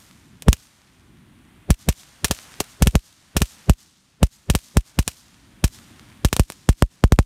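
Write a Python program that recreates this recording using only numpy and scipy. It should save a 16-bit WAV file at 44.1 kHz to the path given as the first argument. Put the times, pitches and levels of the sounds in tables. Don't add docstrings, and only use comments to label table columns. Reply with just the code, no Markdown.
import sys
import numpy as np
from scipy import signal
from scipy.fft import rfft, irfft, next_fast_len
from scipy.io import wavfile
from scipy.ndimage import uniform_filter1d, minimum_filter1d, map_coordinates

SR = 44100
rng = np.random.default_rng(int(sys.argv[2]) if len(sys.argv) > 2 else 0)


def generate_wav(signal):
    frames = np.transpose(np.atleast_2d(signal))
    scaled = np.clip(frames, -1, 1) * 32767
    pcm = np.round(scaled).astype(np.int16)
    wavfile.write(sys.argv[1], SR, pcm)


N = 319725

# start in seconds, crack energy in dB, then the levels in dB of
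BURSTS = [(0.4222, -9.5, -37, -53, -37), (0.4836, 1, -9.5, 3.5, -18.5), (0.5295, 7, -28, -22.5, -22),
          (1.7044, 3, -18.5, -0.5, -16), (1.8876, 3.5, -13.5, -5, -13), (2.2447, 5.5, -16, -18, -8),
          (2.3103, 5, -10, -17, -13), (2.602, 1, -31, -38, -22.5), (2.6046, 3, -10, -38, -19.5),
          (2.8227, 4.5, -16, -1, -14), (2.8716, 6, -20, -3, -17.5), (2.954, 3.5, -11.5, -2.5, -22),
          (3.3664, 0.5, -11, -9.5, -11), (3.4185, 5, -14.5, -6.5, -16), (3.6962, 3.5, -11, 1.5, -19),
          (4.23, 3.5, -10, -0.5, -18.5), (4.4998, 4.5, -17, -4.5, -16), (4.5507, 6, -12.5, -9, -16),
          (4.77, 4, -11, -1, -20), (4.989, 3.5, -15.5, -4, -15.5), (5.078, 5.5, -20, -26.5, -18.5),
          (5.6405, 0.5, -16.5, -3, -12), (6.2477, 4, -10.5, -3, -14.5), (6.3287, 3.5, -10, -17, -16.5),
          (6.3655, 4, -18, -36, -27.5), (6.3957, 3, -9.5, -1.5, -19.5), (6.501, -7, -24, -62, -38),
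          (6.5213, -14, -52, -66, -39.5), (6.6897, 1.5, -10.5, 0, -18), (6.8232, .5, -4, -3, -32),
          (7.039, -4.5, -5, 0.5, -26.5), (7.1218, 2, -8, -0.5, -25.5), (7.1889, -2, -4.5, -2, -25.5)]
# frequency in Hz, relative density in dB per Hz.
SNAP_COLOUR = [(200, -6), (700, -4.5), (1300, 3), (2500, 2.5), (5000, -1.5), (9700, -12), (16000, -21.5)]
# frequency in Hz, relative density in dB per Hz.
SCATTER_COLOUR = [(150, -21.5), (500, 0.5), (1000, -4.5), (1600, -1.5), (2700, -1.5), (4800, -1.5),
                  (6300, 0), (9700, -4.5), (10500, -6.5), (13500, -8), (16000, -12.5)]

BURST_T = np.arange(SR // 10) / SR


def amp(db):
    return 10 ** (np.asarray(db) / 20)


def unit(x):
    return x / np.sqrt(np.mean(x ** 2) + 1e-20)


def along(points, hz):
    f, v = np.transpose(points)
    return np.interp(np.log(hz + 1), np.log(f + 1), v)


def wobble(rate):
    knots = rng.standard_normal(int(N * rate / SR) + 4)
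    return map_coordinates(knots, [np.arange(N) * rate / SR])


def noise(spectrum, size):
    m = next_fast_len(size)
    colour = amp(along(spectrum, np.fft.rfftfreq(m, 1 / SR)))
    white = rfft(rng.standard_normal(m))
    return unit(irfft(white * colour, m)[:size])


def click(spectrum, ripple_db, smear, size=1024, count=24):
    hz = np.fft.rfftfreq(size, 1 / SR)
    knots = np.linspace(0, SR / 2, count)
    ripple = np.interp(hz, knots, rng.standard_normal(count))
    delay = np.interp(hz, knots, smear * rng.uniform(0, 1, count))
    cepstrum = irfft(np.log(amp(along(spectrum, hz) + ripple_db * ripple)))
    cepstrum[1:size // 2] *= 2
    cepstrum[size // 2:] = 0
    delay_phase = 2 * np.pi * np.cumsum(delay) * hz[1]
    pulse = irfft(np.exp(rfft(cepstrum) - 1j * delay_phase))
    pulse = np.roll(pulse, size // 128)[:size // 2]
    return pulse / np.linalg.norm(pulse)


def add(track, s, sound):
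    start = max(round(s * SR), 0)
    part = sound[:max(N - start, 0)]
    track[start:start + len(part)] += part


def sweep(t, turns, end_hz, knee):
    return -np.sin(2 * np.pi * (turns * np.log1p(t / knee) + end_hz * t))


def yard_tail(size):
    # frequency in Hz, relative density in dB per Hz.
    echo_colour = [(200, -28.5), (700, -22.5), (1300, -13.5), (2400, -12), (3600, -3.5), (6300, -1.5),
                   (9600, -4), (10600, -8), (13500, -6), (16000, -21.5)]
    # frequency in Hz, time in seconds to fall by 60 dB.
    decay_times = [(500, 1.9), (3000, 2.62), (7000, 1.85), (15000, 0.8)]
    hz, t, z = signal.stft(noise(echo_colour, size), SR, nperseg=256)
    fade_db = -60 * t / along(decay_times, hz)[:, None]
    return signal.istft(z * amp(fade_db), SR, nperseg=256)[1]


def yard(lingering_db):
    out = np.zeros(N)
    add(out, 0, amp(lingering_db) * yard_tail(size=SR))
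    for s, *_, scatter_db in BURSTS:
        echo_db = -39.5 + 0.84 * scatter_db
        tail = yard_tail(size=3 * SR // 2)
        t = np.arange(len(tail)) / SR
        build_up = 1 - np.exp(-t / 0.03)
        slap = 1.1 * np.exp(-((t - 0.112) / 0.028) ** 2)
        add(out, s, amp(echo_db) * (build_up + slap) * tail)
    grain_db = 1.8 * wobble(450)
    return out * amp(grain_db)


def sputter(count=380):
    out = np.zeros(N)
    for at, size in rng.uniform(0, 1, (count, 2)):
        snap = click(SNAP_COLOUR, ripple_db=4, smear=0.00031)
        add(out, at * N / SR, amp(24) * size ** 4 * snap)
    return out


def short_snaps():
    # start in seconds, energy in dB.
    snap_times = [(0.111, -26), (0.817, -35), (2.033, -24), (2.365, -21), (2.3882, -13.5), (2.457, -32),
                  (2.519, -25), (2.5402, -19), (5.343, -30), (5.788, -22), (5.995, -21)]
    out = np.zeros(N)
    for s, energy_db in snap_times:
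        add(out, s, amp(energy_db) * click(SNAP_COLOUR, ripple_db=0.5, smear=0.00134))
    return out


def flame():
    # time in seconds, flutter level in dB, hiss level in dB.
    course = [(0.04, -55, -57), (0.35, -49.5, -60), (0.75, -64.5, -61), (1.1, -51, -60.5),
              (1.6, -53.5, -60), (1.9, -59, -59), (2.5, -57, -52.5), (3.15, -63, -63.5), (3.6, -59, -56),
              (3.95, -64, -68), (4.7, -61, -60.5), (5.2, -62, -62), (5.55, -51, -58), (6.18, -51.5, -55.5),
              (6.97, -61.5, -64)]
    # frequency in Hz, relative density in dB per Hz.
    flutter_colour = [(20, -24.5), (50, -0.5), (100, 0), (160, -1), (250, -2), (350, -8.5), (470, -24.5),
                      (900, -65)]
    hiss_colour = [(250, -10), (550, -2.5), (1100, 0), (2000, -1), (3400, -4.5), (5000, -15), (7500, -14.5),
                   (9600, -9), (10600, -17.5), (14400, -17.5), (16000, -34)]
    s, flutter_db, hiss_db = np.transpose(course)
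    t = np.arange(N) / SR
    flicker = wobble(2.7)
    flutter_gain = amp(np.interp(t, s, flutter_db) + 0.8 * flicker)
    hiss_gain = amp(np.interp(t, s, hiss_db) + 1.1 * flicker)
    flutter = flutter_gain * noise(flutter_colour, N)
    hiss = hiss_gain * (noise(hiss_colour, N) + sputter())
    return flutter + hiss


def gain_control(x, threshold_db, hold, release):
    level_db = 10 * np.log10(np.abs(uniform_filter1d(x ** 2, SR // 200)) + 1e-12)
    needed_db = np.minimum(threshold_db - level_db, 0)
    span = int(hold * SR) // 2
    held_db = minimum_filter1d(needed_db, 2 * span + 1, origin=span)
    pole = np.exp(-1 / (release * SR))
    return amp(signal.lfilter([1 - pole], [1, -pole], held_db))


def scatter(ground, alike):
    t = BURST_T
    hedge = np.exp(-t / 0.022)
    spray = (1 - np.exp(-(t / 0.0017) ** 2)) * np.exp(-t / 0.0055) + amp(-30) * hedge
    fresh = noise(SCATTER_COLOUR, len(t))
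    return spray * (np.sqrt(alike) * ground + np.sqrt(1 - alike) * fresh)


def swell():
    # frequency in Hz, relative density in dB per Hz.
    rough_colour = [(100, -0.5), (400, 0), (600, -5.5), (1100, -21), (2500, -25.5), (8000, -48)]
    t = BURST_T
    smooth = -amp(4.5) * np.exp(-t / 0.0035) * sweep(t, turns=0.95, end_hz=54.5, knee=0.0091)
    rough = amp(-13.5) * np.exp(-t / 0.0077) * noise(rough_colour, len(t))
    return (smooth + rough)[::-1]


def gas():
    # frequency in Hz, relative density in dB per Hz.
    gas_colour = [(150, -18.5), (330, -16.5), (430, -1), (620, 2), (800, -6), (1050, -13), (2000, -22),
                  (8000, -55.5)]
    t = BURST_T
    rush = (1 - np.exp(-t / 0.0029)) * np.exp(-t / 0.0052)
    return rush * noise(gas_colour, len(t))


def knock():
    # frequency in Hz, level in dB against the bark before its late fade, decay in seconds.
    resonances = [(426, -21, 0.008), (547, -18.5, .004)]
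    t = BURST_T
    return sum(amp(db) * np.sin(2 * np.pi * hz * t) * np.exp(-t / decay) for hz, db, decay in resonances)


def tube():
    return np.sin(2 * np.pi * 1000 * BURST_T) * np.exp(-BURST_T / 0.0018)


def bark_and_thump(bark_db, thump_db, late):
    t = BURST_T
    early = np.exp(-t / 0.0032)
    paced = t * (1.028 - 0.008 * thump_db - 0.044 * late)
    thump = (1 - early) * np.exp(-(paced / 0.017) ** 1.49)
    size = amp(bark_db) * early + amp(thump_db) * thump
    return size * sweep(paced, turns=0.434, end_hz=25.67, knee=0.00007)


def crack(smear):
    # frequency in Hz, relative density in dB per Hz.
    crack_colour = [(200, -24.5), (600, -1), (1100, -0.5), (1700, -2.5), (2700, 8.5), (4800, 0.5),
                    (6300, 2.5), (9700, 5), (10500, -3.5), (13500, -2.5), (16000, -15.5)]
    return click(crack_colour, ripple_db=3, smear=smear)


def bursts(alike):
    # delay in seconds, level in dB before walls_db and the scatter level.
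    walls = [(0.0134, -33.5), (0.0155, -27.5), (0.025, -31.5), (0.027, -25.5), (.035, -29), (0.038, -20.5),
             (.041, -24.5)]
    walls_db = 16
    out = np.zeros(N)
    ground = noise(SCATTER_COLOUR, len(BURST_T))
    for s, crack_db, bark_db, thump_db, scatter_db in BURSTS:
        late = max(s - 4.26, 0)
        swell_db = -8 + 0.61 * thump_db - 7 * late
        gas_db = -12.5 + 0.97 * bark_db - 1.5 * late
        knock_db = bark_db - 19 * late
        tube_db = -21 + bark_db + 8 * min(late, 1)
        add(out, s - len(BURST_T) / SR, amp(swell_db) * swell())
        add(out, s, amp(crack_db) * crack(smear=0.00065))
        add(out, s, bark_and_thump(bark_db, thump_db, late))
        add(out, s, amp(tube_db) * tube())
        add(out, s, amp(knock_db) * knock())
        add(out, s, amp(gas_db) * gas())
        add(out, s, amp(scatter_db) * scatter(ground, alike))
        for delay, wall_db in walls:
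            add(out, s + delay, amp(walls_db + wall_db + scatter_db) * crack(smear=0.00075))
    return out


def scene():
    pops = bursts(alike=0.69)
    background = flame() + short_snaps() + yard(lingering_db=-55.5)
    gain = gain_control(pops + background, threshold_db=-14.5, hold=0.058, release=0.012)
    return (pops + gain * background)[None]


def record(dry):
    ceiling, top_hz = 0.8, 15900
    rounded = dry / (1 + np.abs(dry / ceiling) ** 6) ** (1 / 6)
    m = next_fast_len(N + SR // 2)
    hz = np.fft.rfftfreq(m, 1 / SR)
    low_pass = 1 / (1 + (hz / top_hz) ** 80)
    return irfft(rfft(rounded, m) * low_pass, m)[..., :N]


dry = scene()
out = record(dry)
generate_wav(out)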